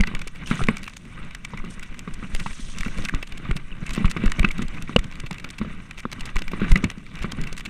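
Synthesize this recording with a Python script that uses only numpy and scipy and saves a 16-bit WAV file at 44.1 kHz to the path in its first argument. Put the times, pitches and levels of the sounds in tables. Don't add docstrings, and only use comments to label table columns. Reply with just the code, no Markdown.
import sys
import numpy as np
from scipy import signal
from scipy.fft import rfft, irfft
from scipy.io import wavfile
from scipy.ndimage import uniform_filter1d

SR = 44100
rng = np.random.default_rng(int(sys.argv[2]) if len(sys.argv) > 2 else 0)


def invert_db(x):
    u = np.asarray(x, float) / 20
    return 10 ** u


def generate_wav(signal):
    frames = np.transpose(np.atleast_2d(signal))
    scaled = np.clip(frames, -1, 1) * 32767
    pcm = np.round(scaled).astype(np.int16)
    wavfile.write(sys.argv[1], SR, pcm)


N = 339129
TIME = np.arange(N) / SR

# centre in Hz, width in Hz, level in dB.
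WALL = [(1170, 355, 2.5), (1537, 237, 3.5), (1970, 190, 5), (2300, 257, 4), (2670, 260, 1),
        (2947, 160, -0.5), (3620, 590, -4.5)]
# centre in Hz, width in Hz, level in dB.
DISC = [(3430, 1200, 13.5), (4970, 1800, -5), (6000, 1270, 10.5), (7570, 1500, 3), (8770, 1530, 9)]


def level(x, db):
    return x * invert_db(db) / np.sqrt(np.mean(x ** 2))


def ring(x, hz, width_hz):
    return signal.lfilter(*signal.iirpeak(hz, hz / width_hz, SR), x)


def body(x, modes):
    return sum((-1) ** k * invert_db(db) * ring(x, hz, width_hz) for k, (hz, width_hz, db) in enumerate(modes))


def walk(rate_hz):
    hold = int(SR / rate_hz)
    steps = np.repeat(rng.standard_normal(N // hold + 1), hold)
    return uniform_filter1d(uniform_filter1d(steps, hold), hold)[:N]


def grains(rate_hz, scatter_db, ms):
    size_db = scatter_db * np.minimum(rng.exponential(size=N), 2.)
    starts = (rng.random(N) < rate_hz / SR) * invert_db(size_db)
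    fade = [1, -np.exp(-2000 / (ms * SR))]
    return signal.lfilter([1], np.convolve(fade, fade), starts) * rng.standard_normal(N)


def patchy(x, modes, rate_hz, patchy_db, top_hz):
    mix = np.zeros(N)
    for mode in modes:
        caught = x * rng.choice((-1, 1), N) * invert_db(patchy_db * walk(rate_hz))
        mix += ring(body(caught, [mode]), mode[0], 2 * mode[1])
    return level(signal.lfilter(*signal.butter(3, top_hz, fs=SR), mix), 0)


def add(out, s, x):
    i = max(int(s * SR), 0)
    out[i:i + len(x)] += x[:N - i]


def all_bumps():
    # start in seconds, peak in dB, hard edge in dB, shell in Hz (minus: pushed in first).
    bump_events = [(.001, -18, -25, 201), (.51, -19, -3, 211), (.591, -28, 0.5, 164),
                   (.613, -22, -5.5, 148), (.6845, -14, -5.5, 221), (1.533, -30.5, 0, 196),
                   (2.459, -32.5, 8.5, 168), (2.986, -30.5, -5.5, 166), (3.137, -24, -5, 132),
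                   (3.489, -19.5, -48, 150), (3.555, -24.5, -42, 157), (3.975, -20, -7, -205),
                   (4.043, -22, -3.5, 185), (4.163, -20.5, -4, 200), (4.236, -17, -22, -200),
                   (4.383, -19.5, -43, 149), (4.442, -18, -11, 207), (5.235, -29.5, -12, 137),
                   (5.309, -31, -10, 178), (5.612, -24.5, -5.5, 227), (6.358, -30, 1.5, 157),
                   (6.615, -18.5, -10, -198), (6.712, -17.5, -22, 164), (6.755, -20.5, -7.5, 200),
                   (6.838, -17.5, -9.5, 224), (6.973, -32, -25, 203), (7.33, -31.5, -15, 213)]
    # start in seconds, peak in dB.
    roots = [(0.074, -31.5), (.112, -34.5), (1.639, -33), (2.074, -29), (2.225, -31.5), (2.859, -27.5),
             (3.036, -40), (4.59, -26.5), (4.892, -27.5), (5.646, -31.5), (5.702, -39.5), (3.397, -38),
             (6.532, -23), (7.242, -23.5), (7.383, -34)]
    edge_db, shell_hz = -4, 204.4
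    return list(bump_events) + [(s, db, edge_db, shell_hz) for s, db in roots]


def shaking():
    # time in seconds, grit level in dB.
    trail = [(0, -43), (.55, -46), (.75, -43.5), (.99, -55.5), (1.22, -46.5), (1.9, -49.5), (2.6, -50.5),
             (3.0, -43.5), (3.65, -44.5), (4.0, -38), (4.75, -46), (5.1, -47.5), (5.95, -51), (6.27, -47),
             (6.45, -49), (6.66, -38), (7.03, -53), (7.45, -44.5)]
    # centre in seconds, hush in dB, width in ms.
    crests = [(.3, 11, 61), (1.4, 4.5, 69), (3.62, 7, 340), (4.13, 6.5, 78), (4.53, 7, 27), (4.88, 0.5, 44),
              (5.3, 9, 20), (5.57, 3.5, 18), (6.332, 8.5, 23), (7.6, 7.5, 65), (2.28, 4, 17),
              (3.11, 3.5, 12), (3.26, 6, 37), (3.745, 8, 6.1), (3.85, 11, 5.6), (4.67, 6, 14),
              (4.86, 6, 10), (5.42, 3, 6.9), (6.746, 24, 8.1), (7.05, 0, 11), (7.63, 1, 12),
              (6.02, 3.5, 11), (6.09, 5, 20)]
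    # centre in seconds, surge in dB, width in ms.
    drifts = [(.42, 4.5, 16), (1.181, 3, 36), (2.33, 5, 34), (2.9, -2.5, 57), (3.46, 10.5, 38),
              (4.38, 3.5, 24), (5.81, 3, 21), (6.036, 4.5, 5), (6.16, 5, 11), (6.29, 8, 69), (6.55, 1, 23),
              (7.25, 7.5, 31), (.09, 5.5, 13), (1.25, 2, 22), (1.59, 6.5, 13), (1.77, 2.5, 19),
              (2.1, 1.5, 32), (2.24, 4.5, 53), (2.41, 11.5, 24), (2.51, 6.5, 13), (2.77, 6, 12),
              (2.96, 4, 49), (3.18, 1.5, 16), (3.785, 4, 5.9), (3.83, 6.5, 7.9), (4.01, 3, 20),
              (4.21, 4.5, 51), (4.57, 3.5, 14), (4.64, 3, 16), (4.75, 4, 47), (4.83, 1.5, 23),
              (5.46, 5.5, 20), (5.53, 2, 9.7), (5.7, 5.5, 54), (7.175, 7.5, 42), (0.531, 11.5, 37),
              (.73, 1, 40), (6.638, 3.5, 27), (7.38, 5.5, 11), (7.4, 2, 21)]
    shell_over_grit_db, after_shell_db, after_grit_db, after_s = 6.5, -6.5, -21.5, 0.036

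    ground_db = np.interp(TIME, *np.transpose(trail))
    for s, hush_db, ms in list(crests) + [(s, -db, ms) for s, db, ms in drifts]:
        ground_db = ground_db - hush_db * np.exp(-((TIME - s) * 1000 / ms) ** 2)

    t = TIME[:SR // 2]
    tail = np.exp(-t / after_s) * (1 - np.exp(-(t / 0.0006) ** 2))
    after = np.zeros(N)
    for s, db, *_ in all_bumps():
        add(after, s, invert_db(db) * tail)

    def stirred(steady_db, after_db):
        return 20 * np.log10(np.hypot(invert_db(steady_db), invert_db(after_db) * after))

    return stirred(ground_db, after_grit_db), stirred(ground_db + shell_over_grit_db, after_shell_db)


def squeezing():
    # start in seconds, hold in seconds, pad rub in dB, bite in seconds.
    squeezes = [
        (.46, 0.17, -46, 0.0012),
        (.85, 0.29, -67.5, .05),
        (1.71, 0.024, -49.5, 0.011),
        (2.42, 0.31, -48, 0.11),
        (2.8, 0.25, -52, 0.11),
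        (3.9, 0.089, -58.5, 0.051),
        (4.4, 0.53, -65.5, 0.23),
        (6.69, 0.011, -47.5, 0.0076),
    ]
    let_go_s, idle_rub_db = 0.018, -65
    rub = invert_db(idle_rub_db)
    for s, held_s, db, bite_s in squeezes:
        before = np.maximum((s - TIME) / bite_s, 0)
        after = np.maximum((TIME - s - held_s) / let_go_s, 0)
        rub = rub + invert_db(db) * np.exp(-before - after)
    return 20 * np.log10(rub)


def brakes(rub_db):
    drag = rng.standard_normal(N) + .6 * level(grains(200, 4, 1.5), 0)
    return invert_db(rub_db) * patchy(drag, DISC, 80, 4, 10500.)


def drone(shell_db):
    shake = rng.standard_normal(N) * invert_db(3.5 * walk(30))
    high = ring(ring(shake, 166.4, 84.0), 170.5, 130.0)
    low = ring(ring(shake, 114.0, 83.0), 138.0, 146.0)
    return invert_db(shell_db) * level(high + invert_db(-2.5) * low, 0)


def tyres(crunch_db):
    grit = rng.standard_normal(N) * invert_db(1.8 * walk(25)) + .9 * level(grains(250, 4, 1.6), 0)
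    low_leak = level(ring(grit, 614.0, 290.0), -14.5)
    high_leak = level(ring(ring(grit, 2500.0, 3100.0), 2500.0, 3100.0), -22.0)
    through_wall = patchy(grit, WALL, 90, 2.7, 3810.0) + low_leak + high_leak
    stones = level(grains(80, 4, 1.8), 0)
    spray = patchy(stones + rng.standard_normal(N), DISC, 60, 8.8, 11000.0)
    return invert_db(crunch_db + 1.0) * through_wall + invert_db(0.45 * crunch_db - 41.5) * spray


def light_ticks():
    low_hz, high_hz = (2294, 2660)
    # start in seconds, ring in dB, crack in dB.
    flicks = [(0.149, -20, -21.5), (.272, -26.5, -28), (0.552, -36, -28), (0.636, -21, -23),
              (.67, -32, -29), (0.7679, -25.5, -25), (0.78, -68, -34), (1.5043, -58, -37),
              (1.573, -27, -35), (1.794, -30, -34), (1.942, -32, -38.5), (2.982, -25, -29.5),
              (4.078, -22.5, -74), (4.2582, -20.5, -26.5), (4.681, -69, -31.5), (4.875, -30, -77),
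              (5.042, -34, -29.5), (5.112, -49, -36), (5.154, -35, -36), (5.309, -23, -26.5),
              (5.342, -30, -36), (5.502, -30, -27.5), (5.9087, -25, -33), (5.9856, -41, -28),
              (6.195, -49, -37), (6.3565, -27, -26.5), (6.479, -21.5, -25.5), (7.063, -34.5, -42),
              (7.413, -33, -29)]
    # start in seconds, ring in dB, crack in dB.
    scrapes = [(0.0679, -20, -28.5), (0.4705, -35, -29), (0.9636, -45, -30), (1.825, -29, -32),
               (2.136, -65, -34.5), (2.3939, -25.5, -28.5), (2.846, -23, -35), (3.038, -46, -29.5),
               (3.2248, -25, -24.5), (3.269, -51, -36), (3.563, -28, -26), (3.861, -26.5, -35.5),
               (3.9314, -45, -26.5), (3.956, -26, -27.5), (4.097, -38, -29), (4.109, -24, -23.5),
               (4.617, -27.5, -28), (5.2595, -26, -32.5), (5.581, -27, -31.5), (5.973, -29.5, -35),
               (6.122, -31, -24), (6.253, -29.5, -28.5), (6.513, -29, -27), (6.9104, -32, -30.5),
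               (7.2174, -30, -27.5), (7.3138, -44, -24.5), (7.469, -32, -30), (7.5742, -27, -29),
               (7.59, -43, -32), (7.6544, -24.5, -28)]
    # start in seconds, ring in dB.
    taps = [(0.191, -30.5), (0.2148, -24), (0.356, -32.5), (0.829, -29), (0.877, -24.5), (1.307, -37.5),
            (1.347, -25), (2.462, -34), (2.8064, -21), (2.88, -25.5), (3.321, -27), (3.892, -26),
            (4.297, -32), (4.988, -24), (5.198, -27), (5.3974, -32), (5.4422, -23), (5.992, -31),
            (6.001, -32), (7.2316, -28), (7.4365, -28), (7.606, -28.5)]
    # start in seconds, crack in dB.
    snaps = [(0.279, -29.5), (0.35, -37), (1.647, -36), (1.992, -27), (2.3477, -19.5), (2.36, -28),
             (2.783, -25), (3.0495, -19.5), (3.146, -23.5), (3.3742, -29), (3.905, -24), (3.9481, -25),
             (4.58, -27), (4.822, -28.5), (5.1727, -50), (6.115, -27), (6.2066, -25), (6.389, -25),
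             (6.419, -24), (6.772, -26), (7.153, -33.5), (7.527, -26), (7.5663, -31), (7.651, -31)]
    # start in seconds, peak in dB.
    pebbles = [(0.502, -25), (0.792, -41), (0.8398, -29.5), (0.854, -39), (0.864, -29), (0.895, -36),
               (1.051, -37.5), (2.5302, -33), (2.944, -39), (2.9756, -31), (3.02, -30), (3.06, -35),
               (4.2357, -32), (4.4862, -25.5), (4.7463, -31.5), (4.9302, -36), (5.023, -54), (5.123, -34),
               (5.135, -42), (5.328, -28.5), (5.382, -29.5), (5.4887, -33), (6.3838, -27), (6.602, -32),
               (6.9807, -39), (7.1896, -32.5), (.934, -34.5), (7.6624, -35)]
    flick_ms, scrape_ms, tap_ms, snap_ms, pebble_ms = 2.86, 6.64, 3.28, 2.83, 2.46

    ticks = [(*flick, flick_ms, low_hz) for flick in flicks]
    ticks += [(*scrape, scrape_ms, high_hz) for scrape in scrapes]
    ticks += [(s, db, db - 2, tap_ms, low_hz) for s, db in taps]
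    ticks += [(s, db - 3, db, snap_ms, high_hz) for s, db in snaps]
    ticks += [(s, db - 0.5, db - 2, pebble_ms, high_hz) for s, db in pebbles]
    return ticks


def rattles():
    # frequency in Hz, density in dB per Hz.
    crack_curve = [(500, -5), (1500, 7), (3000, 10), (5000, 4.5), (7000, 2.5), (9000, -1), (11000, -14),
                   (14000, -33), (16000, -52)]
    # start in seconds, ring in dB, crack in dB, contact in ms, ring in Hz.
    knocks = [(.007, -13.5, -15.5, 1.7, 2160), (.0354, -12.5, -31, 1.9, 1970),
              (.511, -17.5, -28, 1.04, 1920), (.6854, -5.5, -23, 1.64, 2053),
              (1.4462, -20.5, -26.5, 4.8, 2300), (2.8321, -17.5, -28, 1, 1880),
              (3.055, -17, -49, 1.8, 2540), (3.0858, -16.5, -26, 2, 2450), (3.0935, -14.5, -26, 1.5, 1680),
              (3.5115, -18, -24, 2, 2150), (4.0543, -17.5, -26, 2.8, 2660), (4.1675, -23.5, -32, 4.3, 2240),
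              (4.278, -18.5, -52, 1.4, 1760), (4.3187, -15, -18, 1.5, 1820),
              (4.394, -14, -16.5, 2.25, 2295), (4.4294, -16, -45, 1.7, 2030),
              (4.4454, -6.5, -28, 3.1, 2597), (4.5102, -29, -27, 5.6, 2300),
              (4.9622, -3, -12.5, 1.83, 2884), (6.366, -15.5, -17.5, 1.12, 2200),
              (6.7162, -16.5, -15.5, 2.7, 2120), (6.7566, -7.5, -25, 2.8, 2000),
              (6.8405, -15.5, -18.5, 3.5, 2300), (6.8993, -19.5, -24, 2.7, 2540)]
    out, t = np.zeros(N), TIME[:2048]
    hz = np.fft.rfftfreq(len(t), 1 / SR) + 1
    curve_hz, curve_db = np.transpose(crack_curve)
    colour = invert_db(np.interp(np.log(hz), np.log(curve_hz), curve_db))
    hits = list(knocks) + light_ticks()
    noises = rng.standard_normal((len(hits), 3, len(t)))
    for (s, ring_db, crack_db, ms, tone_hz), noise in zip(hits, noises):
        u = t / (ms / 1000)
        push = (1 - np.exp(-(u / 0.56) ** 2)) * np.exp(-(u / 0.74) ** 0.95)
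        chatter = invert_db(7.7 * level(uniform_filter1d(noise[2], size=40), 0))
        tilt = (hz / 6000) ** (.35 * noise[2, 0])
        burst = (1 - np.exp(-(u / 0.69) ** 2)) * np.exp(-(u / 0.96) ** 1.39)
        burst = burst + 0.027 * np.exp(-t / 0.0057) * u / (1 + u)
        crack = irfft(rfft(noise[0]) * colour * tilt) * chatter * burst
        crack = crack * invert_db(crack_db + 4.5) * np.sqrt(np.sum(burst ** 2) / np.sum(crack ** 2))
        rough = level(ring(body(noise[1] * push, WALL), tone_hz, 1650.0), 0)
        clean = level(ring(np.sin(2 * np.pi * tone_hz * t) * push, tone_hz, 800.0), 0)
        roughness = .6 if ring_db > -15 else 1.3
        tone = clean + roughness * rough
        add(out, s - .0003, crack + tone * invert_db(ring_db + 0.5) / np.abs(tone).max())
    return out


def raps():
    # start in seconds, peak in dB, mode in Hz, swell in ms.
    buckle = [(0.0348, -27, 940, 1.3), (.14, -31, 1040, 0.72), (.268, -30, 400, 0.98),
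              (0.508, -49, 437, 1.7), (0.6062, -21, 1290, 1.1), (.605, -24.5, 730, 1.6),
              (.686, -16, 450, 3), (2.35, -22, 407, 0.39), (2.462, -26, 1170, 1.8), (3.136, -33, 1460, 2),
              (3.454, -33.5, 1170, 2.3), (3.51, -19, 1380, 0.56), (3.509, -25.5, 382, 2.6),
              (4.08, -27, 1220, 0.99), (4.263, -24, 1360, 1.1), (4.393, -26.5, 644, 1.3),
              (4.4302, -26, 1150, 1.2), (4.429, -25, 332, 1.3), (4.442, -22, 1130, 0.77),
              (4.4471, -7, 1390, 0.62), (4.618, -43, 635, 1.5), (4.9616, -10.5, 666, 0.33),
              (4.984, -26.5, 1250, 1.1), (5.308, -28, 880, 1.2), (6.0532, -14, 1180, 0.58),
              (6.053, -17.5, 450, 1.07), (6.184, -39, 1140, 1.5), (6.418, -26, 400, 0.69),
              (6.715, -26, 1030, 1.5), (6.827, -33, 416, 2.2), (6.834, -29, 1260, 1.8),
              (7.526, -31, 378, 1), (.138, -21.5, 185, 0.95), (1.178, -37, 1250, 2.3),
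              (1.202, -38, 1273, 1.5), (1.545, -36, 220, 2.7), (1.601, -32, 1180, 1.1),
              (1.666, -42, 1200, 2), (2.38, -37, 250, 4.5), (2.594, -29.5, 229, 3.8),
              (2.861, -34, 268, 5.9), (3.037, -27, 220, 2.8), (3.126, -25.5, 200, 2.9),
              (4.004, -19.5, 205, 7.4), (5.055, -28, 148, 3.5), (5.174, -41, 1190, 1.3),
              (5.601, -25, 202, 6.2), (6.186, -27.5, 200, 3.6), (6.218, -34, 1010, 0.83),
              (5.739, -33, 214, 4), (6.627, -17, 198, 3.5)]
    # start in seconds, peak in dB, mode in Hz.
    pings = [(.46, -31, 2980), (.478, -30, 2680), (1.583, -32, 2070), (1.598, -34, 2210),
             (2.748, -35, 2690), (3.225, -34, 2310), (3.272, -37, 2910), (3.716, -33, 2900),
             (3.726, -30.5, 2660), (4.507, -18.5, 2250), (4.769, -37, 2000), (4.782, -30, 2530),
             (4.93, -44, 2980), (4.9315, -43, 3800), (5.127, -40, 2430), (5.236, -39, 1990),
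             (5.932, -45, 2980), (6.0535, -40, 3570), (6.127, -32, 4000), (6.194, -37, 3020),
             (6.22, -36, 2300), (6.44, -43, 3500), (7.319, -27, 3200), (7.471, -32, 2700),
             (7.657, -28, 2270), (7.661, -35, 4030), (0.875, -29, 2670)]
    ping_ms = 1.44
    out, t = np.zeros(N), TIME[:2048]
    for s, db, hz, ms in list(buckle) + [(*ping, ping_ms) for ping in pings]:
        u = t / (ms / 1000)
        add(out, s, invert_db(db) * np.e * u * np.exp(-u) * np.sin(2 * np.pi * hz * t))
    return out


def bumps():
    # start in seconds, peak in dB, hard edge in dB, shell in Hz.
    slams = [
        (4.96, -7, -19, 214),
        (6.0525, -19, -23, 232),
    ]
    slam_fade_s, bump_fade_s = .0035, .008
    out, t = np.zeros(N), TIME[:4096]
    blows = [(*slam, slam_fade_s) for slam in slams] + [(*bump, bump_fade_s) for bump in all_bumps()]
    noises = rng.standard_normal((len(blows), len(t)))
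    for (s, db, edge_db, hz, fade_s), noise in zip(blows, noises):
        hard = 1 / (1 + invert_db(-edge_db - 20))
        rise_s = 0.00048 + 0.0016 * (1 - hard)
        strap_hz = 325 * (1 + 0.31 * noise[2])
        edge_hz = 1160 * (1 + 0.11 * noise[1])
        shell = np.sin(2 * np.pi * hz * t) * np.exp(-t / fade_s) * (1 - np.exp(-t / rise_s))
        over = np.sin(2 * np.pi * 462 * t) * np.exp(-t / (0.48 * fade_s))
        slap = level(ring(noise, 630.0, 740.0), 0) * np.exp(-t / 0.00049)
        strap = np.sin(2 * np.pi * strap_hz * t) * np.exp(-t / 0.0045)
        edge = np.sin(2 * np.pi * edge_hz * t) * np.exp(-t / 0.0023) * (1 - np.exp(-t / 0.00031))
        crunch = level(body(noise, WALL), 0) * np.exp(-t / (1.24 * fade_s)) * (1 - np.exp(-t / 0.00087))
        soft = invert_db(9.0) * shell + invert_db(2.3 * db + 27) * hard * over
        soft = soft + invert_db(.5 * edge_db - 1.5) * slap + invert_db(3.5) * hard * strap
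        blow = soft + invert_db(edge_db + 9.5) * edge + invert_db(edge_db - 2.5) * crunch
        add(out, s + 0.00193, -invert_db(db) * blow)
    return signal.lfilter(*signal.butter(4, 4200., fs=SR), out)


def lurches(shell_db):
    # time in seconds, depth in dB, width in ms, swell before it 0-1.
    drops = [(0.016, -7.5, 13.9, 1), (2.358, -11.5, 24.6, 0.55), (2.815, -14.5, 19, 0.4),
             (2.997, -14, 23, .02), (3.151, -13, 13.3, 0.9), (3.518, -12, 10.6, 0.87),
             (3.925, -22, 11, 0.3), (4.06, -7.5, 14, 1), (4.268, -5, 13.3, 0.34), (4.408, -4, 9.3, 0.28),
             (4.494, -10.5, 28, 0), (4.576, -15, 71, 0.5), (4.662, -13.5, 18, 0), (4.994, -12, 10, 0.9),
             (6.372, -10.5, 18.5, 0.9), (6.487, -16, 34, 0), (6.638, -16, 10, .02), (6.7304, -2, 7.3, 0.18),
             (6.852, -11, 2.9, 0.1), (7.216, -19.5, 8.5, 0.4), (7.413, -15, 22, 0.5)]
    # time in seconds, depth in dB.
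    dips = [(.16, -14.5), (0.278, -22), (0.636, -10), (1.227, -19.5), (1.61, -19), (2.137, -20),
            (5.202, -21.5), (2.519, -19), (2.641, -20.5), (2.702, -18.5), (2.906, -18), (3.728, -20),
            (4.837, -18), (6.225, -20.5), (7.528, -20), (1.09, -34), (1.8, -24), (1.909, -22.5), (2.2, -20),
            (2.424, -19.5), (3.199, -21.5), (3.335, -21), (3.653, -23.5), (4.149, -23), (4.714, -16.5),
            (5.256, -23), (5.39, -29.5), (5.71, -27)]
    # centre in seconds, pressure in dB, width in ms.
    heaves = [
        (3.9, -17, 7.7),
        (6.7165, 0, 8.6),
        (3.2, -21, 12),
        (4.049, -13, 1.2),
    ]
    dip_ms, dip_swell = 22, 0.15
    out = np.zeros(N)
    for s, db, ms, swell in list(drops) + [(*dip, dip_ms, dip_swell) for dip in dips]:
        start = max(s - .15, 0)
        u = (TIME[:SR // 3] + start - s) / (0.673 * ms / 1000) + 1
        after = np.maximum(u, 0)
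        build = swell * np.exp(-np.abs(u) / np.where(u < 0, .8, .2))
        collapse = after ** 1.49 * np.exp(1 - after ** 1.33)
        add(out, start, invert_db(db) * (build - collapse))
    for s, db, ms in heaves:
        out += invert_db(db) * np.exp(-((TIME - s) * 1000 / ms) ** 2)
    out = signal.lfilter(*signal.butter(1, (5., 220.), "band", fs=SR), out)
    sway = ring(ring(rng.standard_normal(N), 15.0, 11.6), 19.5, 57.0)
    return out + level(sway, -35.5) * invert_db(0.61 * (shell_db - shell_db.mean()))


def scene():
    crunch_db, shell_db = shaking()
    ground = brakes(squeezing()) + drone(shell_db) + tyres(crunch_db)
    case = rattles() + raps() + bumps() + lurches(shell_db)
    return (ground + case)[None]


def top_cut(x):
    return signal.sosfilt(signal.butter(12, 16540, fs=SR, output="sos"), x)


def record(dry):
    hiss = level(ring(rng.standard_normal(N), 6000., 12000.), -79)
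    soft = np.tanh(0.66 * dry) / 0.74 + hiss
    mix = signal.sosfilt(signal.cheby1(9, 1, 15200., fs=SR, output="sos"), soft)
    return top_cut(mix)


dry = scene()
out = record(dry)
generate_wav(out)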